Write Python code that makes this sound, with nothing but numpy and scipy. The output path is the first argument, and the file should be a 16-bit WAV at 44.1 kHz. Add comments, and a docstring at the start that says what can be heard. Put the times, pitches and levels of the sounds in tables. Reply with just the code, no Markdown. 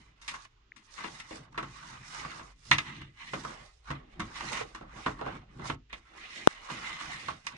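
"""A long wooden peel drags and knocks a metal baking tin over the gritty floor of a brick oven, in stereo.
Scrape and knock forces, made of grainy noise, shake six bodies: handle, blade, the tin's base, rim and
walls, and loose grit. The brick vault answers the knocks briefly. One ember pops beside the left
microphone and a coal ticks, both shaped pulses. Behind lie filtered noises: the hush of a still yard,
the low rumble of the fire drawing air, and a hearth shudder after each knock."""
import sys
import numpy as np
from scipy import signal
from scipy.fft import rfft, irfft, next_fast_len
from scipy.io import wavfile
from scipy.ndimage import uniform_filter1d, map_coordinates

SR = 44100
rng = np.random.default_rng(int(sys.argv[2]) if len(sys.argv) > 2 else 0)


def digitize_waveform(pressure):
    """Quantize a signal to 16-bit integers and store it at the path in sys.argv[1].

    Rows of a 2-D input are taken as channels; values are limited to [-1, 1].
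    """
    field = np.atleast_2d(pressure).T
    bounded = np.clip(field, -1, 1)
    quanta = np.round(bounded * 32767).astype(np.int16)
    wavfile.write(sys.argv[1], SR, quanta)


N = 333837  # samples


def amp(db):
    """Amplitude factor of a level in dB."""
    return 10 ** (np.asarray(db) / 20)


def unit(x):
    """x scaled to rms 1."""
    return x / np.sqrt(np.mean(x ** 2) + 1e-20)


def along(points, hz):
    """(frequency [Hz], value) points joined by straight lines on a log frequency axis."""
    f, v = np.transpose(points)
    return np.interp(np.log(hz + 1), np.log(f + 1), v)


def curves(rows):
    """One value per sample for each column after the time [s]."""
    s, *columns = np.transpose(rows)
    return np.array([np.interp(np.arange(N) / SR, s, column) for column in columns])


def wobble(rate):
    """A smooth random curve with rate knots a second."""
    knots = rng.standard_normal(int(N * rate / SR) + 4)
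    return map_coordinates(knots, [np.arange(N) * rate / SR])


def filtered(x, response):
    """x times a complex response of frequency, padded so that ringing does not wrap round."""
    m = next_fast_len(N + SR // 2)
    return irfft(rfft(x, m) * response(np.fft.rfftfreq(m, 1 / SR)), m)[..., :N]


HUSH_DB = -65  # rms, before it reaches the microphone ports
# spectrum of the still yard: (frequency [Hz], relative level per Hz [dB])
YARD_SPECTRUM = [(12, -27), (20, 7), (59, -1.5), (86, -22.5), (98, -3), (118, -5), (224, -30), (390, -19.5),
                 (422, -14), (495, -30.5), (2930, -23), (7220, -39), (11300, -100), (14700, -90),
                 (22000, -120)]


def yard_hush():
    """Steady outdoor hush: noise shaped like the air of the still yard."""
    noise = rng.standard_normal((2, N))
    return amp(HUSH_DB) * unit(filtered(noise, lambda hz: amp(along(YARD_SPECTRUM, hz))))


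# a knock shakes the hearth: level, growth per dB of the handle's level, time to fall 60 dB [s]
THUMP_DB, THUMP_PER_DB, THUMP_T60 = -30, 0.55, 0.4


def hearth_shudder():
    """Level of the low shudder: each knock starts one that dies exponentially."""
    since = np.arange(N) / SR - np.array(KNOCKS)[:, :1]
    start_db = [[THUMP_DB + THUMP_PER_DB * (db + handle)] for s, db, handle, *_ in KNOCKS]
    return np.sum((since > 0) * amp(start_db - 60 * abs(since) / THUMP_T60), axis=0)


# the fire's draw of air: (time [s], level [dB])
DRAUGHT = [(0.0, -66), (0.93, -74), (1.12, -66.5), (2.72, -61), (3.03, -67), (4.17, -56.5), (4.43, -57),
           (5.52, -57), (6.13, -67), (6.85, -59), (7.25, -66), (7.42, -77.5), (7.57, -76)]
# spectrum of draught and shudder: (frequency [Hz], relative level per Hz [dB])
RUMBLE_SPECTRUM = [(12, -11.5), (25, -3), (40, 0.5), (54, 6), (70, -12.5), (100, -23.5), (200, -120)]


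def fire_and_hearth():
    """One low noise carries both the wavering draught of the fire and the hearth's shudder."""
    noise = rng.standard_normal((2, N))
    rumble = unit(filtered(noise, lambda hz: amp(along(RUMBLE_SPECTRUM, hz))))
    draught_level = amp(curves(DRAUGHT)[0]) * unit(amp(2.2 * wobble(11.0)))
    return (draught_level + hearth_shudder()) * rumble


POP_S = 6.4737


def ember_pop():
    """A steam pocket bursts in a coal: push, then slower suction; the far microphone hears it late and dull."""
    t = np.arange(SR // 50) / SR
    onset = 1 - np.exp(-(t / 0.00005) ** 2)
    swing = np.sin(np.pi * (t / 0.0007) ** 0.81) * onset
    near = np.zeros(N)
    near[round(POP_S * SR):][:len(t)] = 7.9 * swing * np.exp(-t / 0.00066)

    def to_far_microphone(hz):
        delay = np.exp(-2j * np.pi * hz * 0.00065)
        return 0.36 * delay / (1 + 1j * hz / 1300) ** 2

    def open_source(hz):
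        # a small open source radiates no steady pressure
        return (1j * hz / (170 + 1j * hz)) ** 2

    far = filtered(near, to_far_microphone)
    return filtered(np.array([near, far]), open_source)


# a coal ticks: (time [s], level before the left-right tilt [dB], frequency [Hz])
TICKS = [(.7195, -36, 2000)]


def coal_tick():
    """A tiny tone pulse in a bell-shaped envelope, 5 dB stronger in the left microphone."""
    t = np.arange(SR // 50) / SR
    envelope = np.exp(-((t - 0.0011) / 0.00082) ** 2)
    tick = np.zeros(N)
    for s, db, hz in TICKS:
        tick[round(s * SR):][:len(t)] = amp(db) * np.sin(2 * np.pi * hz * t) * envelope
    return tick * amp([[2.5], [-2.5]])


# the vault's decay: (frequency [Hz], time to fall 60 dB [s])
VAULT = [(150, 0.28), (1000, 0.14), (4000, 0.11), (10000, 0.089)]


def vault(x):
    """The brick vault's answer: a noise tail in which each frequency dies at its own speed."""
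    hz, t, z = signal.stft(rng.standard_normal((2, SR // 3)), SR, nperseg=256)
    decay = amp(-60 * t / along(VAULT, hz)[:, None])
    tail = signal.istft(z * decay, SR, nperseg=256)[1]
    return signal.fftconvolve(x, tail / np.linalg.norm(tail[0]), axes=1)[:, :N]


# likeness of the two ports before the bass is drawn together: (frequency [Hz], correlation)
ALIKE = [(100, .9995), (330, 0.49), (480, 0.59), (1000, 0.083), (2000, 0.067), (4000, 0.23), (9000, 0.043)]
# left behind right: (frequency [Hz], phase [radians])
LAG = [(0, -9), (350, 1.26), (600, 3.5), (1150, 6.5), (11000, 39)]
# left over right: (frequency [Hz], level [dB])
SHADE = [(350, 0), (650, -7.5), (1100, -3), (2000, -1), (3800, -7), (6000, -10.5), (11000, -9)]


def ports(pair):
    """Two unrelated sounds become left and right: alike in the bass, the left late and shaded by the hand."""
    side = np.array([[0.5], [-0.5]])

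    def mix(hz):
        angle = np.arccos(along(ALIKE, hz)) / 2
        return np.array([np.cos(angle), np.sin(angle)])

    def lag_and_shade(hz):
        lag = np.interp(hz, *np.transpose(LAG))
        return np.exp(-1j * side * lag) * amp(side * along(SHADE, hz))

    common, apart = filtered(pair, mix)
    left, right = filtered(np.array([common + apart, common - apart]), lag_and_shade)
    # long waves press on both ports together
    bass_gap = filtered((left - right) / 2, lambda hz: 0.9 / (1 + (hz / 370) ** 8))
    return np.array([left - bass_gap, right + bass_gap])


def placed(stereo, pan_db):
    """A left-right tilt that spares the bass, which reaches both microphones alike."""
    bass = filtered(stereo, lambda hz: 1 / (1 + (hz / 420) ** 6))
    return bass + (stereo - bass) * amp(pan_db * [[0.5], [-0.5]])


def modes(table):
    """Causal response of a set of resonances of alternating sign, with its skirts steepened."""
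    low, high = table[0][0] * 0.63, table[-1][0] * 2.1

    def response(f):
        ring = 0
        for k, (centre, width, db) in enumerate(table):
            resonance = 1j * f * width / (centre * centre - f * f + 1j * f * width)
            ring = ring + (-1) ** k * amp(db) * resonance
        skirts = (1j * f / (low + 1j * f) * high / (high + 1j * f)) ** 2
        return ring * skirts

    return response


BODIES = 6  # always in the order handle, blade, base, rim, walls, grit
# resonances of the peel's handle and blade: (frequency [Hz], width [Hz], relative level [dB])
HANDLE = [(91, 29, -8), (107, 15, -1.5), (157, 66, 1.5)]
BLADE = [(204.7, 36, 6), (277, 30, -4), (311, 31, -0.5), (382, 100, -9.5)]
# resonances of the tin's base, rim and walls: (frequency [Hz], width [Hz], relative level [dB])
BASE = [(474, 220, 2), (656, 65, 4), (758, 147, 1.5), (832, 76, -1.5)]
RIM = [(920, 150, -1.5), (1090, 84, 4.5), (1233, 45, 2), (1303, 22, 3), (1455, 370, -3)]
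WALLS = [(1650, 130, -2.5), (1890, 130, 1.5), (2050, 55, 6.5), (2235, 98, 0.5), (2460, 110, -0.5),
         (2726, 190, 2), (2837, 306, 0.5), (3003, 99, 0), (3224, 39, -6), (3465, 77, -5.5),
         (3726, 97, -5.5), (4203, 340, -12)]
# spectrum of the loose grit: (frequency [Hz], relative level per Hz [dB])
GRIT = [(2060, -35), (3500, -9.5), (4430, -10.5), (5690, -9.5), (9040, -20.5), (9780, -23), (11100, -27.5),
        (11300, -50), (14700, -65), (22000, -120)]


def bodies(forces):
    """Six forces ring the six bodies; white force of rms 1 gives each body a sound of rms 1."""
    grid = np.linspace(0, SR / 2, num=20000)
    responses = [modes(table) for table in (HANDLE, BLADE, BASE, RIM, WALLS)]
    responses.append(lambda f: amp(along(GRIT, f)))
    total = 0
    for force, response in zip(forces, responses):
        gain = np.sqrt(np.mean(abs(response(grid)) ** 2))
        total = total + filtered(force, response) / gain
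    return total


def gritty(spread_db):
    """Pairs of force noise whose samples vary in size like grains of ash and coal."""
    size = amp(spread_db * np.minimum(rng.exponential(size=N), 6))
    return unit(size * rng.standard_normal((BODIES, 2, N)))


RISE_S = 0.00041
# base level of a knock: dull woody knocks sound the base [dB, dB per dB of blade, dB per dB of grit]
BASE_DB, BASE_PER_WOOD, BASE_PER_GRIT = -20, 0.8, -0.58
# walls: a blow on the rim misses them [dB, dB per dB of rim, dB per dB of grit]
WALLS_DB, WALLS_PER_RIM, WALLS_PER_GRIT = -10.5, -0.4, 0.28
# the knocks: (time [s], reference level [dB], then over that level: handle [dB], blade [dB], grit [dB],
# rim [dB]; time for the rattle to fall 60 dB [s])
KNOCKS = [(0.215, -49.5, -30, -23, -6.5, -10, 0.33), (0.279, -29, -51, -39, -12.5, -17, 0.17),
          (0.34, -37, -25.5, -22, -14, -5, 0.039), (0.762, -50, -29, -12, -8.5, -13.5, 0.15),
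          (0.978, -37.5, -32, -18, -23, -9, 0.2), (1.042, -26.5, -45, -17.5, -29.5, -13.5, 0.13),
          (1.199, -40.5, -24, -31, -13, -21, 0.11), (1.309, -35, -19, -13.5, -37.5, -17, 0.24),
          (1.545, -46, -24, -19, -27, -4, 0.32), (1.577, -23.5, -29, -19, -28.5, -8.5, 0.11),
          (1.627, -33, -16, -16, -24.5, -7.5, 0.12), (2.248, -37.5, -19, -15, -24, -3, 0.074),
          (2.395, -37.5, -20, -15, -29, -7.5, 0.11), (2.713, -5, -26.5, -31.5, -25, -16.5, 0.094),
          (2.783, -16, -32, -24.5, -19, -16, 0.045), (3.015, -40, -5.5, -29, -24, -15.5, 0.065),
          (3.334, -26.5, -19.5, -6, -24.5, -6.5, 0.12), (3.449, -39, -9, -12, -43.5, 2, 0.047),
          (3.904, -28, -10, -10.5, -24.5, -8, 0.082), (4.196, -28.5, -9.5, -14, -22.5, -9.5, 0.2),
          (4.356, -36.5, -29, -28, -21, -13, 0.097), (4.406, -29, -26, -33, -22, -9.5, 0.082),
          (4.529, -29, -26, -21, -17, -14.5, 0.31), (4.611, -37.5, -20, -9, -48.5, -1.5, 0.037),
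          (4.748, -37, -31, -15, -18.5, -6, 0.15), (4.811, -43, -8, -2, -29, -5.5, 0.13),
          (4.963, -41.5, -27, -9.5, -27, -10, 0.15), (5.062, -21, -19, -12.5, -29.5, -5.5, 0.11),
          (5.213, -34, -12, -11, -47, -3.5, 0.064), (5.263, -37.5, -7.5, -4.5, -37, -2, 0.2),
          (5.596, -45.5, 4.5, 3, -20, -2, 0.061), (5.699, -20.5, -14.5, -20, -31, -11.5, 0.042),
          (5.897, -57, -22, -14.5, -22, -15, 0.09), (5.928, -28.5, -38, -23, -26, -18.5, 0.09),
          (6.7, -30, -39, -16, -24, -7.5, 0.16), (7.009, -35, -20.5, -17, -19, -10, 0.17),
          (7.284, -27.5, -17.5, -17, -27.5, -4, 0.092), (7.467, -26.5, -40, -30, -15.5, -14, 0.069)]
# the first contact over the rattle, one column a body: (level [dB], ...)
FIRST_CONTACT_DB = [30.9, 22.1, 28, 26.7, 26.84, 21.2]
# the knocks lean far left early on, then settle near the middle: (time [s], left over right [dB])
SWING = [(0, 0), (.8, 14), (1.6, 2), (3.4, 2), (7.5, -1.5)]


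def knocks():
    """Each knock is a sharp first contact and a dying rattle of force on all bodies, answered by the vault."""
    level = np.zeros((BODIES, N + SR))
    first = np.zeros((BODIES, N))
    t = np.arange(SR // 2) / SR
    for s, db, handle, blade, grit, rim, t60 in KNOCKS:
        base = BASE_DB + BASE_PER_WOOD * blade + BASE_PER_GRIT * grit
        walls = WALLS_DB + WALLS_PER_RIM * rim + WALLS_PER_GRIT * grit
        size = amp(db + np.array([handle, blade, base, rim, walls, grit]))
        decay = amp(-60 * t / t60) + 0.13 * amp(-60 * t / 0.015)
        shape = (1 - np.exp(-t / RISE_S)) * decay
        level[:, round(s * SR):][:, :len(t)] += size[:, None] * shape
        first[:, round((s + RISE_S) * SR)] = size * amp(FIRST_CONTACT_DB)
    rattle = level[:, None, :N] * unit(amp(3.3 * wobble(250))) * gritty(spread_db=2.5)
    # the contact feeds only the first of the two sounds that the ports mix
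    blows = bodies(rattle + first[:, None] * [[1], [0]])
    heard = ports(blows + amp(-4.5) * vault(blows))
    return placed(heard, curves(SWING)[0])


def slips(rate, t60):
    """Stick and slip: irregular releases of uneven size, rate a second, each a short dying burst."""
    release = (rng.random(N) < rate / SR) * amp(5.0 * rng.standard_normal(N))
    return unit(signal.lfilter([1], [1, -amp(-60 / (t60 * SR))], release))


def shifting(pair, depth_db):
    """The contact point wanders, so different resonances are favoured from moment to moment."""
    z = signal.stft(pair, nperseg=512)[2]
    field = uniform_filter1d(rng.standard_normal(z.shape[1:]), size=2, axis=0)
    field = uniform_filter1d(field, size=10, axis=1)
    return signal.istft(z * unit(amp(depth_db * unit(field))), nperseg=512)[1][:, :N]


USUAL_LOAD_DB, USUAL_BRIGHT_DB = -8, -11  # over the scrape
# the drag, one list a stroke: (time [s], scrape level [dB], load on the wooden peel [dB],
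# brightness over the scrape [dB])
STROKES = [
    [(0.0, -61.5, -58, -11), (0.05, -67.5, -76, -9), (0.094, -64, -68, -12), (0.154, -73.5, -66, -23),
     (0.18, -67, -78, -10), (0.19, -69, -76, -17)],
    [(0.36, -50, -58, -5.5), (0.386, -59, -80, -9), (0.422, -58, -94, -3), (0.45, -58.5, -72, -4),
     (0.492, -79, -84, -6), (0.7, -83, -72, -33)],
    [(0.8, -68, -77, -11), (0.814, -64, -86, -18), (0.84, -70.5, -81, -2), (0.928, -60, -78, -3.5),
     (0.978, -52.5, -60, -9), (1.02, -42.5, -57.5, -14.5)],
    [(1.09, -53, -55, -4.5), (1.13, -50.5, -51, -9.5), (1.156, -48, -63, -7.5), (1.208, -49.5, -63, -8),
     (1.232, -56.5, -62, -11.5), (1.29, -54, -63, -10)],
    [(1.36, -50.5, -62, -6), (1.4, -54, -61, -8), (1.462, -62, -55.5, -17.5), (1.482, -60, -59, -39),
     (1.506, -77, -59, -17), (1.525, -63, -59.5, -18.5)],
    [(1.68, -56, -58.5, -10.5), (1.706, -54, -57, -7.5), (1.952, -48.5, -57.5, -10.5),
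     (2.016, -57, -60, -6.5), (2.158, -42.5, -64, -10), (2.2, -43.5, -50, -9.5)],
    [(2.24, -45.5, -53, -10), (2.386, -49, -51.5, -10.5), (2.522, -63, -75, -8), (2.548, -83, -69, 0.5),
     (2.648, -65, -74, -1), (2.69, -61.5, -56, 2)],
    [(2.84, -50.5, -55.5, -11), (2.88, -44.5, -48.5, -17), (3.05, -53, -56, -23), (3.12, -74, -69.5, -13),
     (3.208, -48, -71.5, -17), (3.31, -55.5, -54, -1.5)],
    [(3.39, -48, -43.5, -10), (3.43, -53, -53.5, -10.5)],
    [(3.49, -48, -54, -10), (3.638, -56, -61, -8.5), (3.76, -79.5, -91, 6), (3.818, -77.5, -85, -4),
     (3.866, -57, -95.5, -16.5), (3.88, -48.5, -58, -16)],
    [(3.96, -49.5, -57, -27), (3.988, -58.5, -60, -23), (4.032, -62.5, -51.5, -34),
     (4.116, -69.5, -60, -10.5), (4.132, -62, -62, -14.5), (4.175, -61, -51, -24)],
    [(4.25, -58.5, -54.5, -7.5), (4.38, -47, -67, -4.5), (4.432, -45.5, -43.5, -6),
     (4.61, -39.5, -48, -8.5), (4.656, -59.5, -47.5, -8), (4.73, -63, -65, -6)],
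    [(4.85, -62, -55, -40), (4.874, -61, -51, -23), (4.914, -57, -70.5, -14.5), (4.938, -55, -54, -12),
     (4.976, -51.5, -48, -5), (5.04, -46.5, -73, -7.5)],
    [(5.12, -47, -67.5, -15), (5.158, -56.5, -64, -14.5), (5.178, -55, -53.5, -16)],
    [(5.3, -47.5, -47, -21.5), (5.37, -51, -44.5, -19.5), (5.46, -71.5, -55.5, -20),
     (5.584, -62.5, -47.5, -10.5), (5.594, -52, -44, -24.5), (5.68, -43.5, -45, -6)],
    [(5.75, -55, -48, -11.5), (5.764, -71, -57, -27.5), (5.776, -96, -52.5, -27), (5.888, -96, -84.5, -17),
     (5.898, -55.5, -72, -24), (5.91, -58.5, -76, -30)],
    [(5.98, -59.5, -59, -10), (6.042, -67.5, -84, -14), (6.176, -52, -58.5, -12.5),
     (6.284, -51.5, -70, -12), (6.388, -46.5, -56.5, -10), (6.44, -51, -55, -8)],
    [(6.52, -50.5, -72, -8.5), (6.582, -53, -75, -12), (6.678, -45, -70, -17), (6.718, -41.5, -37.5, -12.5),
     (6.762, -44, -52.5, -14.5), (6.9, -43, -58, -9)],
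    [(6.95, -41, -61, -15.5), (7.0, -43.5, -68, -12), (7.012, -43, -52, -11), (7.138, -43.5, -51.5, -9),
     (7.224, -50, -60.5, -6.5), (7.265, -51.5, -51, -1)],
    [(7.33, -50.5, -58, -13.5), (7.374, -57, -60, -7), (7.414, -64.5, -73, -4), (7.434, -69, -86, -5),
     (7.45, -57, -61, -7)],
    [(7.51, -54, -70, -9), (7.538, -48, -48, -18), (7.552, -58, -44.5, -10), (7.57, -53, -73, -8)],
]
# how each stroke grips, one row a stroke: (base on the floor [dB], rim over walls [dB], handle over blade [dB])
GRIP = [(-0.5, -3.5, 8), (0.5, 7.5, -1), (-5, 0, -15), (-5.5, 1.5, 2), (1.5, 3, 15), (-9, 3, 8),
        (0, 3.5, 4), (-16.5, -9, 7), (-6, 2.5, -7), (4.5, 3.5, -2), (3.5, -6.5, -6), (2, -0.5, -6.5),
        (3.5, 1.5, 1.5), (7, 4, 0), (2.5, 1, -3), (-6, -10, 0), (-2, -6, -7), (0, -1.5, -6), (-2.5, -6, 4),
        (4.5, -3, 6), (1.5, 1, -6.5)]
# how the bodies share a scrape at usual load and brightness, one column a body: (level [dB], ...)
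SCRAPE_SHARE_DB = [-0.5, -2, -9.5, -1.5, -2.5, 1.5]
# response to load on the wood, one column a body: (change [dB per dB], ...)
SCRAPE_PER_LOAD = [1.04, 0.64, 0.32, 0.043, .01, .01]
# response to brightness, one column a body: (change [dB per dB], ...)
SCRAPE_PER_BRIGHT = [0.13, -0.29, 0.29, -0.061, 0.29, 1]


def drag():
    """The tin catches and slips over a steady grind; each body also wavers on its own."""
    rows = [(*point, *grip) for stroke, grip in zip(STROKES, GRIP) for point in stroke]
    level_db, load_db, bright_db, base, rim, handle = curves(rows)
    extra_load = load_db - level_db - USUAL_LOAD_DB
    extra_bright = np.clip(bright_db, -40, 5) - USUAL_BRIGHT_DB
    body_db = level_db + np.c_[SCRAPE_SHARE_DB]
    body_db = body_db + np.c_[SCRAPE_PER_LOAD] * extra_load
    body_db = body_db + np.c_[SCRAPE_PER_BRIGHT] * extra_bright
    body_db += [USUAL_LOAD_DB + handle / 2, USUAL_LOAD_DB - handle / 2,
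                base, rim / 2, -rim / 2, np.full(N, USUAL_BRIGHT_DB)]
    contact = unit(1 + 0.2 * slips(rate=83, t60=0.015))
    own_waver = unit(amp([2.1 * wobble(35) + 1.24 * wobble(8) for _ in range(BODIES)]))
    envelope = amp(body_db) * contact * own_waver
    force = envelope[:, None] * gritty(spread_db=1.5)
    return shifting(bodies(force), depth_db=2.5)


def scene():
    """Peel and tin before the microphones, with the yard, fire and embers around them."""
    peel_knocks = knocks()
    through_ports = ports(drag() + yard_hush() + fire_and_hearth())
    return peel_knocks + through_ports + ember_pop() + coal_tick()


TOP_HZ = 11000


def record(dry):
    """The converter saturates softly near full scale and keeps nothing above its band limit."""
    clipped = dry / (1 + abs(dry / 0.93) ** 6) ** (1 / 6)
    # the edge is 500 Hz wide, centred on the limit
    return filtered(clipped, lambda hz: np.clip((TOP_HZ - hz) / 500 + 0.5, 0, 1) ** 2)


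dry = scene()
out = record(dry)
digitize_waveform(out)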